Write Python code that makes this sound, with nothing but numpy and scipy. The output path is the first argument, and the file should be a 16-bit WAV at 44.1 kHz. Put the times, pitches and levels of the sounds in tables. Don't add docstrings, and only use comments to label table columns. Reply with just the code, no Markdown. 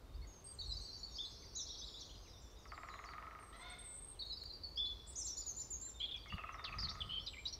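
import sys
import numpy as np
from scipy import signal
from scipy.fft import rfft, irfft, next_fast_len
from scipy.io import wavfile
from scipy.ndimage import map_coordinates

SR = 44100
rng = np.random.default_rng(int(sys.argv[2]) if len(sys.argv) > 2 else 0)


def dump_mix(stems):
    frames = np.atleast_2d(stems).T
    limited = np.clip(frames, -1, 1)
    pcm = np.round(limited * 32767).astype(np.int16)
    wavfile.write(sys.argv[1], SR, pcm)


N = 334719
CLOSE_OVERTONE_DB = -43


def woodpecker():
    # frequency in Hz, relative level in dB, t60 in seconds.
    limb_modes = [(684, -9.5, 0.035), (980, -30, .025), (1115, -0.5, 0.024), (1239, -4.5, 0.064),
                  (1296, 0.5, 0.029), (1840, -18, 0.011), (2180, -21, 0.014)]
    # frequency in Hz, gain in dB.
    click_colour = [(500, -7), (750, 2.5), (1200, 1), (1550, -10), (1900, 0.5), (2200, -2), (2350, -6),
                    (2650, -7.5), (3500, 3.5)]
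    clicks, rings = np.zeros(N), np.zeros(N)
    t = np.arange(SR // 8) / SR
    phase, envelope = glide(0.0034, [3300, 1750, 600], waver=0, waver_hz=100, taper=0.73)
    click = envelope * np.sin(phase)
    for start_s, db in strikes():
        ring = np.zeros(len(t))
        for hz, mode_db, t60_s in limb_modes:
            decay = amp(mode_db + rng.normal(0, 1) - 60 * t / t60_s)
            ring += decay * np.sin(2 * np.pi * (hz * t + rng.random()))
        ring *= 1 - np.exp(-t / 0.0015)
        heard_click = woods(click, early_db=-6, early_t60_s=0.1, late_db=-8, build_s=0.023)
        heard_ring = woods(ring, early_db=3.5, early_t60_s=0.086, late_db=1, build_s=0.12)
        add(clicks, start_s, amp(db + 7.5) * heard_click)
        add(rings, start_s + 0.002043, amp(db + 2) * heard_ring)
    return filtered(clicks, lambda hz: amp(along(click_colour, hz))) + rings


def strikes():
    # start in seconds, strike count, relative level in dB.
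    rolls = [(2.6539, 17, -49), (6.2576, 16, -49)]
    gap_s, quicken_s, hesitate_s = 0.0578, 0.00135, 0.0065
    first_tap_db, tiring_db = -8, -8.5
    for start_s, count, db in rolls:
        k = np.arange(count)
        gaps_s = gap_s - quicken_s * k + hesitate_s * 0.3 ** k
        levels_db = db + first_tap_db * (k == 0) + tiring_db * (k / k[-1]) ** 3.2
        yield from zip(start_s + np.cumsum(gaps_s) - gaps_s, levels_db)


def near_birds():
    # offset and length in seconds, pitch in Hz, relative level in dB, syllable.
    song = [(0, .042, 4460, -47, "curl"), (0.073, 0.014, 4310, -49, "lift"),
            (0.106, .015, 4226, -48.5, "level"), (0.115, .028, 3980, -46, "dip"),
            (0.133, .024, 5087, -52, "arch"), (0.182, .012, 4560, -47, "level"),
            (.224, 0.018, 4250, -50.5, "level"), (0.264, 0.019, 4595, -50, "sag"),
            (0.299, 0.029, 4150, -53, "sag"), (0.343, 0.026, 4627, -50, "sag"),
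            (0.444, .021, 4424, -45, "dip"), (0.568, 0.024, 5030, -50, "rise"),
            (0.663, 0.018, 4140, -48.5, "rise"), (0.962, .082, 6000, -46.5, "swoop"),
            (1.075, .024, 4600, -54.5, "flick"), (1.096, 0.059, 5600, -52, "sag"),
            (1.179, .024, 4770, -55, "flick"), (1.214, .028, 4940, -54.5, "fall"),
            (1.266, 0.031, 4530, -61.5, "flick"), (1.398, .019, 4600, -59, "flick"),
            (1.42, .019, 5710, -54, "fall")]
    # start in seconds, gain in dB.
    song_starts = [(0.586, 0), (4.19, 0)]
    # offset and length in seconds before stretch, semitones, accent in dB, syllable.
    seesaw = [(0, .033, 0, 0.5, "rise"), (.055, .023, 0.97, -2.5, "dive")]
    # start in seconds, time stretch, pitch in Hz, relative level in dB.
    seesaw_calls = [(1.689, 0.88, 3750, -52), (1.814, 1.05, 3740, -52), (1.937, 1.25, 3660, -54.5),
                    (2.092, .85, 3210, -62)]
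    songs = [(start_s + offset_s, length_s, hz, db + gain_db, shape)
             for start_s, gain_db in song_starts for offset_s, length_s, hz, db, shape in song]
    return sing(songs + repeats(seesaw, seesaw_calls), gain_db=2,
                voice=dict(overtone_db=CLOSE_OVERTONE_DB, waver=0.0099, taper=0.22, rasp_db=-31.5),
                echo=dict(early_db=-2, early_t60_s=0.18, late_db=-8.5, build_s=0.02))


def clear_close_notes():
    # start and length in seconds, pitch in Hz, relative level in dB, syllable.
    clear_notes = [(1.183, 0.035, 3550, -45, "crest"), (1.219, .037, 3500, -51, "sag"),
                   (1.559, 0.048, 3930, -50.5, "hook"), (1.782, 0.028, 6030, -55.5, "lift"),
                   (4.773, 0.0323, 3386, -40, "lift"), (4.798, 0.041, 3460, -43.5, "level"),
                   (4.831, 0.11, 3432, -48, "level")]
    return sing(clear_notes, gain_db=3,
                voice=dict(overtone_db=CLOSE_OVERTONE_DB, waver=0.008, taper=0.22, rasp_db=-33),
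                echo=dict(early_db=-3.5, early_t60_s=0.17, late_db=-15.5, build_s=0.02))


def shrill_bird():
    # start and length in seconds, pitch in Hz, relative level in dB, syllable.
    phrase = [(5.063, 0.078, 9100, -61.5, "peak"), (5.075, .04, 7750, -57.5, "crest"),
              (5.175, .038, 8740, -62, "crest"), (5.184, 0.026, 7450, -51, "crest"),
              (5.243, .075, 5900, -45.5, "plunge"), (5.366, 0.05, 6950, -47.5, "level"),
              (5.461, 0.066, 6270, -44.5, "drop"), (5.562, 0.074, 7070, -47.5, "level"),
              (5.701, 0.063, 6550, -45.5, "drop"), (5.805, 0.11, 7260, -52, "level")]
    return sing(phrase, gain_db=2,
                voice=dict(overtone_db=-30.5, waver=0.0066, taper=0.2, rasp_db=-43),
                echo=dict(early_db=-4, early_t60_s=0.17, late_db=-9.5, build_s=0.029))


def warbler():
    # start and length in seconds, pitch in Hz, relative level in dB, syllable.
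    warble_notes = [(5.995, 0.02, 4120, -55, "arch"), (5.999, 0.056, 3374, -44, "arch"),
                    (6.054, 0.013, 3780, -51.5, "fall"), (6.084, 0.01, 3460, -46, "hook"),
                    (6.111, 0.015, 3650, -44, "hook"), (6.141, 0.015, 3394, -45, "hook"),
                    (6.142, 0.04, 2430, -61.5, "dip"), (6.296, 0.049, 2776, -54, "lift"),
                    (6.363, 0.06, 2700, -58, "sag"), (6.447, .08, 2673, -63, "level"),
                    (6.641, 0.015, 3860, -45, "dive"), (6.667, 0.021, 2725, -54, "fall"),
                    (6.724, 0.0081, 2540, -49, "hook"), (6.784, .018, 4700, -44.5, "dip"),
                    (6.797, 0.018, 5230, -49.5, "rise"), (6.817, 0.044, 4590, -45, "fall"),
                    (6.885, .018, 4280, -46, "flick"), (6.89, 0.019, 5470, -53, "level"),
                    (7.004, 0.0215, 3280, -43.5, "fall"), (7.088, 0.12, 3143, -47, "swing"),
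                    (7.263, 0.021, 4130, -47, "dive"), (7.269, 0.018, 4000, -51, "level"),
                    (7.331, 0.018, 2440, -55, "dive"), (7.365, 0.04, 2287, -55.5, "rise"),
                    (7.454, 0.012, 3920, -42, "arch"), (7.466, 0.0207, 4600, -46.5, "rise"),
                    (7.525, 0.016, 4230, -51, "sag"), (7.526, 0.021, 5630, -50, "dip")]
    return sing(warble_notes, gain_db=3,
                voice=dict(overtone_db=CLOSE_OVERTONE_DB, waver=0.0277, taper=0.21, rasp_db=-16),
                echo=dict(early_db=-1, early_t60_s=0.1, late_db=-13.5, build_s=0.02))


def high_birds():
    # start and length in seconds, pitch in Hz, relative level in dB, syllable.
    thin_notes = [(0.268, 0.14, 6460, -59, "sag"), (0.44, 0.093, 8430, -52, "level"),
                  (2.73, .14, 7540, -72, "level"), (3.393, 0.13, 8490, -63, "sag"),
                  (3.562, 0.07, 8330, -61, "sag"), (3.697, 0.028, 8480, -54, "level"),
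                  (3.786, 0.034, 8550, -51, "level"), (3.834, 0.14, 7910, -56.5, "sag"),
                  (3.842, 0.16, 8460, -50.5, "level"), (4.012, 0.12, 8450, -51, "level"),
                  (4.248, .099, 6700, -71.5, "level"), (7.283, 0.16, 7530, -65.5, "sag")]
    return sing(thin_notes, gain_db=-2.5,
                voice=dict(overtone_db=-56, waver=0.0059, taper=0.1, rasp_db=-55),
                echo=dict(early_db=-3, early_t60_s=0.18, late_db=-8, build_s=0.062))


def trills():
    # start and length in seconds, first, middle and last pitch in Hz, relative level in dB.
    buzzes = [(0.562, .12, 7440, 7000, 6800, -72), (1.817, 0.22, 7700, 6950, 6940, -68),
              (2.853, .23, 7030, 6790, 6550, -71.5), (4.382, 0.094, 7100, 6930, 6930, -74)]
    out = np.zeros(N)
    for start_s, length_s, *pitches_hz, db in buzzes:
        note = whistle(length_s, pitches_hz, overtone_db=-46, waver=0.028, taper=0.34, rasp_db=-37)
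        heard = woods(note, early_db=-8.5, early_t60_s=0.14, late_db=-3, build_s=0.03)
        add(out, start_s, amp(db) * heard)
    return out


def far_birds():
    # start in seconds, relative level in dB.
    slur_runs = [(0.613, -66), (2.24, -73)]
    slur_counts = [5, 3]
    # start in seconds, held pitch in Hz, relative level in dB.
    stair_calls = [(2.671, 4630, -64), (2.883, 4030, -64.5), (3.042, 4570, -62.5), (5.809, 4070, -65),
                   (6.157, 4660, -63), (6.277, 4610, -64), (6.648, 4530, -66)]
    # offset and length in seconds before stretch, semitones,
    # accent in dB, syllable.
    two_note = [(0, .042, 8, -2, "fall"), (.058, 0.0585, 0, 0.5, "dip")]
    # start in seconds, time stretch, pitch in Hz, relative level in dB.
    two_note_calls = [(2.275, 0.97, 3570, -65), (2.508, 0.95, 3725, -69.5), (5.883, 0.96, 3590, -64.5),
                      (6.521, 0.98, 3600, -63.5)]
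    # start and length in seconds, pitch in Hz, relative level in dB, syllable.
    strays = [(0.048, 0.25, 3646, -74, "level"), (0.139, 0.026, 4620, -67.5, "rise"),
              (0.213, 0.039, 4410, -64.5, "lift"), (0.222, 0.034, 2170, -67, "hook"),
              (0.33, 0.02, 5000, -71, "dive"), (0.45, .035, 5150, -74, "rise"),
              (0.465, .057, 4730, -64, "level"), (0.527, .045, 3150, -77, "fall"),
              (0.54, 0.021, 7100, -69, "rise"), (0.671, .064, 7750, -65.5, "sag"),
              (0.808, .061, 7960, -67, "sag"), (1.248, 0.055, 7720, -73, "sag"),
              (1.422, .026, 2150, -70, "fall"), (1.44, .027, 5750, -64, "lift"),
              (2.25, 0.037, 2430, -70, "dive"), (4.109, 0.075, 3350, -73, "dive"),
              (5.862, 0.029, 1646, -68.5, "dive"), (6.266, 0.033, 2140, -59, "dip"),
              (6.911, .052, 6320, -68, "rise"), (6.98, .15, 8250, -78.5, "sag"),
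              (7.088, 0.18, 4440, -64.5, "arch"), (7.188, 0.094, 5500, -64.5, "rise"),
              (7.445, 0.092, 5710, -61.5, "dip")]
    slur_s, slur_period_s, slur_hz, stair_s = 0.066, 0.175, 5880, 0.09
    slurs = [(start_s + k * slur_period_s, slur_s, slur_hz, db, "fall")
             for (start_s, db), count in zip(slur_runs, slur_counts) for k in range(count)]
    stairs = [(start_s, stair_s, hz, db, "stair") for start_s, hz, db in stair_calls]
    return sing(slurs + stairs + repeats(two_note, two_note_calls) + strays, gain_db=1.5,
                voice=dict(overtone_db=-41, waver=0.0073, taper=0.2, rasp_db=-52),
                echo=dict(early_db=-6, early_t60_s=0.36, late_db=-21.5, build_s=0.024))


def large_bird():
    # start and length in seconds, first, middle and last pitch in Hz, relative level in dB.
    honks = [(3.525, 0.045, 575, 673, 650, -54), (3.592, 0.033, 970, 1040, 935, -56),
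             (3.607, 0.147, 698, 722, 714, -53)]
    # frequency in Hz, gain in dB.
    throat = [(700, -6), (1050, 5), (1450, -8), (2150, -0.5), (2900, -25), (3600, -0.5), (4300, -10.5),
              (5200, -19), (7000, -25)]
    out = np.zeros(N)
    for start_s, length_s, *pitches_hz, db in honks:
        phase, envelope = glide(length_s, pitches_hz, waver=0.0144, waver_hz=293, taper=0.2)
        call = envelope * sum(amp(along(throat, k * pitches_hz[1])) * np.sin(k * phase)
                              for k in range(1, 10))
        call *= 1 + 0.43 * wobble(1200, len(call))
        heard = woods(call, early_db=-4.5, early_t60_s=0.4, late_db=-2.5, build_s=0.02)
        add(out, start_s, amp(db - 5.5) * heard)
    return out


def chorus(count=260, centre_hz=4907):
    # time in seconds, relative level in dB.
    levels = [(0, -87), (.5, -75), (.65, -62.5), (1.1, -55), (2, -56.5), (3.4, -75.5), (4.3, -81),
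              (4.9, -69), (5.4, -58.5), (5.9, -76), (6.5, -78), (6.9, -62), (7.59, -78)]
    out = np.zeros(N)
    for start_s in (np.arange(count) + rng.random(count)) * N / SR / count - 0.1:
        pitches_hz = centre_hz * np.exp(rng.uniform(-0.3, 0.3) + rng.normal(0, 0.07, size=3))
        length_s = rng.uniform(0.0242, 0.07)
        note = whistle(length_s, pitches_hz, overtone_db=-27, waver=0.0099, taper=0.93, rasp_db=-37)
        add(out, start_s, note)
    blurred = woods(out, early_db=4.5, early_t60_s=0.055, late_db=8, build_s=0.018)[:N]
    level_db = np.interp(np.arange(N) / SR, *np.transpose(levels)) - 5
    return amp(level_db) * unit(blurred)


def twigs(t60_s=0.009):
    # start in seconds, level in dB.
    cracks = [(4.255, -63), (4.437, -50)]
    out = np.zeros(N)
    t = np.arange(SR // 50) / SR
    for start_s, db in cracks:
        add(out, start_s, amp(db - 60 * t / t60_s) * rng.standard_normal(len(t)))
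    return out


def background():
    # time in seconds, relative level in dB.
    rumble_levels = [(0, -55.5), (.22, -49.5), (.35, -63), (.6, -50.5), (.95, -56), (1.3, -58.5),
                     (2.1, -56.5), (2.9, -59), (3.9, -61), (4.55, -56.5), (5.1, -56.5), (5.7, -56.5),
                     (6.3, -58), (7.59, -56.5)]
    # centre and width in seconds, level in dB.
    puffs = [(6.349, 0.016, -41), (6.75, 0.043, -50.5), (6.84, 0.034, -47), (7.08, 0.12, -54)]
    # frequency in Hz, relative density in dB.
    rumble_colour = [(15, -47), (28, -31), (40, 0), (52, 4), (80, -4), (120, -12), (200, -29), (500, -64)]
    air_colour = [(60, 2.5), (200, 0), (400, 1), (750, -5.5), (1100, -5.5), (1600, -13.5), (2600, -16.5),
                  (4200, -15.5), (7000, -23.5), (10500, -26.5), (14000, -26.5), (15700, -31)]
    puff_colour = [(20, -12), (50, 7), (130, -2.5), (210, -8.5), (300, -41), (900, -53)]
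    t = np.arange(N) / SR
    rumble_db = np.interp(t, *np.transpose(rumble_levels)) - 1 + 1.5 * wobble(7, N)
    rumble = amp(rumble_db) * noise(rumble_colour)
    air = amp(-64 + 0.13 * wobble(3.02, N)) * noise(air_colour)
    breeze = sum(amp(db) * np.exp(-0.5 * ((t - at_s) / width_s) ** 2) for at_s, width_s, db in puffs)
    return rumble + air + breeze * noise(puff_colour)


def sing(notes, gain_db, voice, echo):
    out = np.zeros(N)
    for start_s, length_s, hz, db, shape in notes:
        note = whistle(length_s, syllable(shape, hz), **voice)
        add(out, start_s, amp(db + gain_db) * woods(note, **echo))
    return out


def repeats(figure, calls):
    return [(start_s + stretch * offset_s, stretch * length_s, hz * 2 ** (step / 12), db + accent, shape)
            for start_s, stretch, hz, db in calls for offset_s, length_s, step, accent, shape in figure]


def syllable(shape, hz):
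    contours = {"level": [-0.081, .05, -0.022], "sag": [.6, 0, -0.31], "dip": [.8, 0, 0.34], "arch": [-1.33,
                0, -.9], "lift": [-0.8, 0, 0.52], "rise": [-1.58, 0, 1.65], "flick": [-3.5, 0, 3.7], "hook":
                [-0.58, 0, -2.8], "fall": [1.93, 0, -1.87], "dive": [4.21, 0, -3.5], "curl": [-2, 0, -0.2,
                -2.6, 0], "crest": [-1.63, 0, 0], "peak": [-5, 0, -7], "swoop": [-7, 2, 1.6, 0.2, -0.06,
                -1.2, -3], "drop": [0.54, 1.7, 0.5, 0, 0.047], "plunge": [0, 4, 4, 1.5, 0.9, -0.2, 0, 0.5,
                1], "swing": [-1.1, -0.284, 0.29, .3, -0.65, -0.17, 2.5], "stair": [7.5, 3, 0.5, -0.8, 0,
                .5, -0.06, -.9, -10.5]}
    return hz * 2 ** (np.array(contours[shape]) / 12)


def whistle(length_s, pitches_hz, overtone_db, waver, taper, rasp_db):
    phase, envelope = glide(length_s, pitches_hz, waver, waver_hz=257, taper=taper)
    second_side = np.sin(rng.uniform(0.1, 0.3) * phase + 1.6 * wobble(700, len(phase)))
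    second_side += 0.18 * wobble(5000, len(phase))
    tone = np.sin(phase) + amp(overtone_db) * np.sin(2 * phase)
    return envelope * (1 + amp(rasp_db) * second_side) * tone


def glide(length_s, pitches_hz, waver, waver_hz, taper):
    progress = np.linspace(0, 1, int(max(length_s, 0.005) * SR))
    bend = np.polyfit(np.linspace(0, 1, len(pitches_hz)), pitches_hz, min(len(pitches_hz) - 1, 6))
    hz = np.polyval(bend, progress) * (1 + waver * wobble(waver_hz, len(progress)))
    return 2 * np.pi * np.cumsum(hz) / SR, signal.windows.tukey(len(progress), taper)


def woods(x, early_db, early_t60_s, late_db, build_s):
    # frequency in Hz, t60 in seconds.
    tail_t60 = [(500, 0.74), (1300, 0.97), (3500, 1), (6000, 0.58), (9000, 0.43), (15000, 0.54)]
    hz, age_s, spectra = signal.stft(rng.standard_normal(SR), SR, nperseg=256)
    decay = amp(-60 * age_s / along(tail_t60, hz)[:, None])
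    tail = signal.istft(spectra * decay, SR, nperseg=256)[1]
    t = np.arange(len(tail)) / SR
    tail *= 1 - np.exp(-t / build_s)
    early = rng.standard_normal(len(t)) * amp(-60 * t / early_t60_s) * (1 - np.exp(-t / 0.0013))
    paths = amp(early_db) * early / np.linalg.norm(early) + amp(late_db) * tail / np.linalg.norm(tail)
    paths[0] += 1
    return signal.fftconvolve(x, paths)


def amp(db):
    return 10 ** (np.asarray(db) / 20)


def unit(x):
    return x / np.sqrt(np.mean(x ** 2) + 1e-20)


def along(points, hz):
    knots_hz, values = np.transpose(points)
    return np.interp(np.log(hz + 1), np.log(knots_hz), values)


def wobble(rate_hz, size):
    knots = rng.standard_normal(int(size * rate_hz / SR + 4))
    return map_coordinates(knots, [np.arange(size) * rate_hz / SR])


def filtered(x, response):
    size = next_fast_len(N + SR // 2)
    return irfft(rfft(x, size) * response(np.fft.rfftfreq(size, 1 / SR)), size)[:N]


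def noise(spectrum):
    return unit(filtered(rng.standard_normal(N), lambda hz: amp(along(spectrum, hz))))


def add(track, start_s, sound):
    part = track[max(round(start_s * SR), 0):][:len(sound)]
    part += sound[:len(part)]


def scene():
    close = near_birds() + clear_close_notes() + shrill_bird() + warbler()
    distant = high_birds() + trills() + far_birds() + chorus() + large_bird()
    return (woodpecker() + close + distant + twigs() + background())[None]


def record(dry):
    top_hz = 15680
    return filtered(dry[0], lambda hz: hz < top_hz)[None]


dry = scene()
out = record(dry)
dump_mix(out)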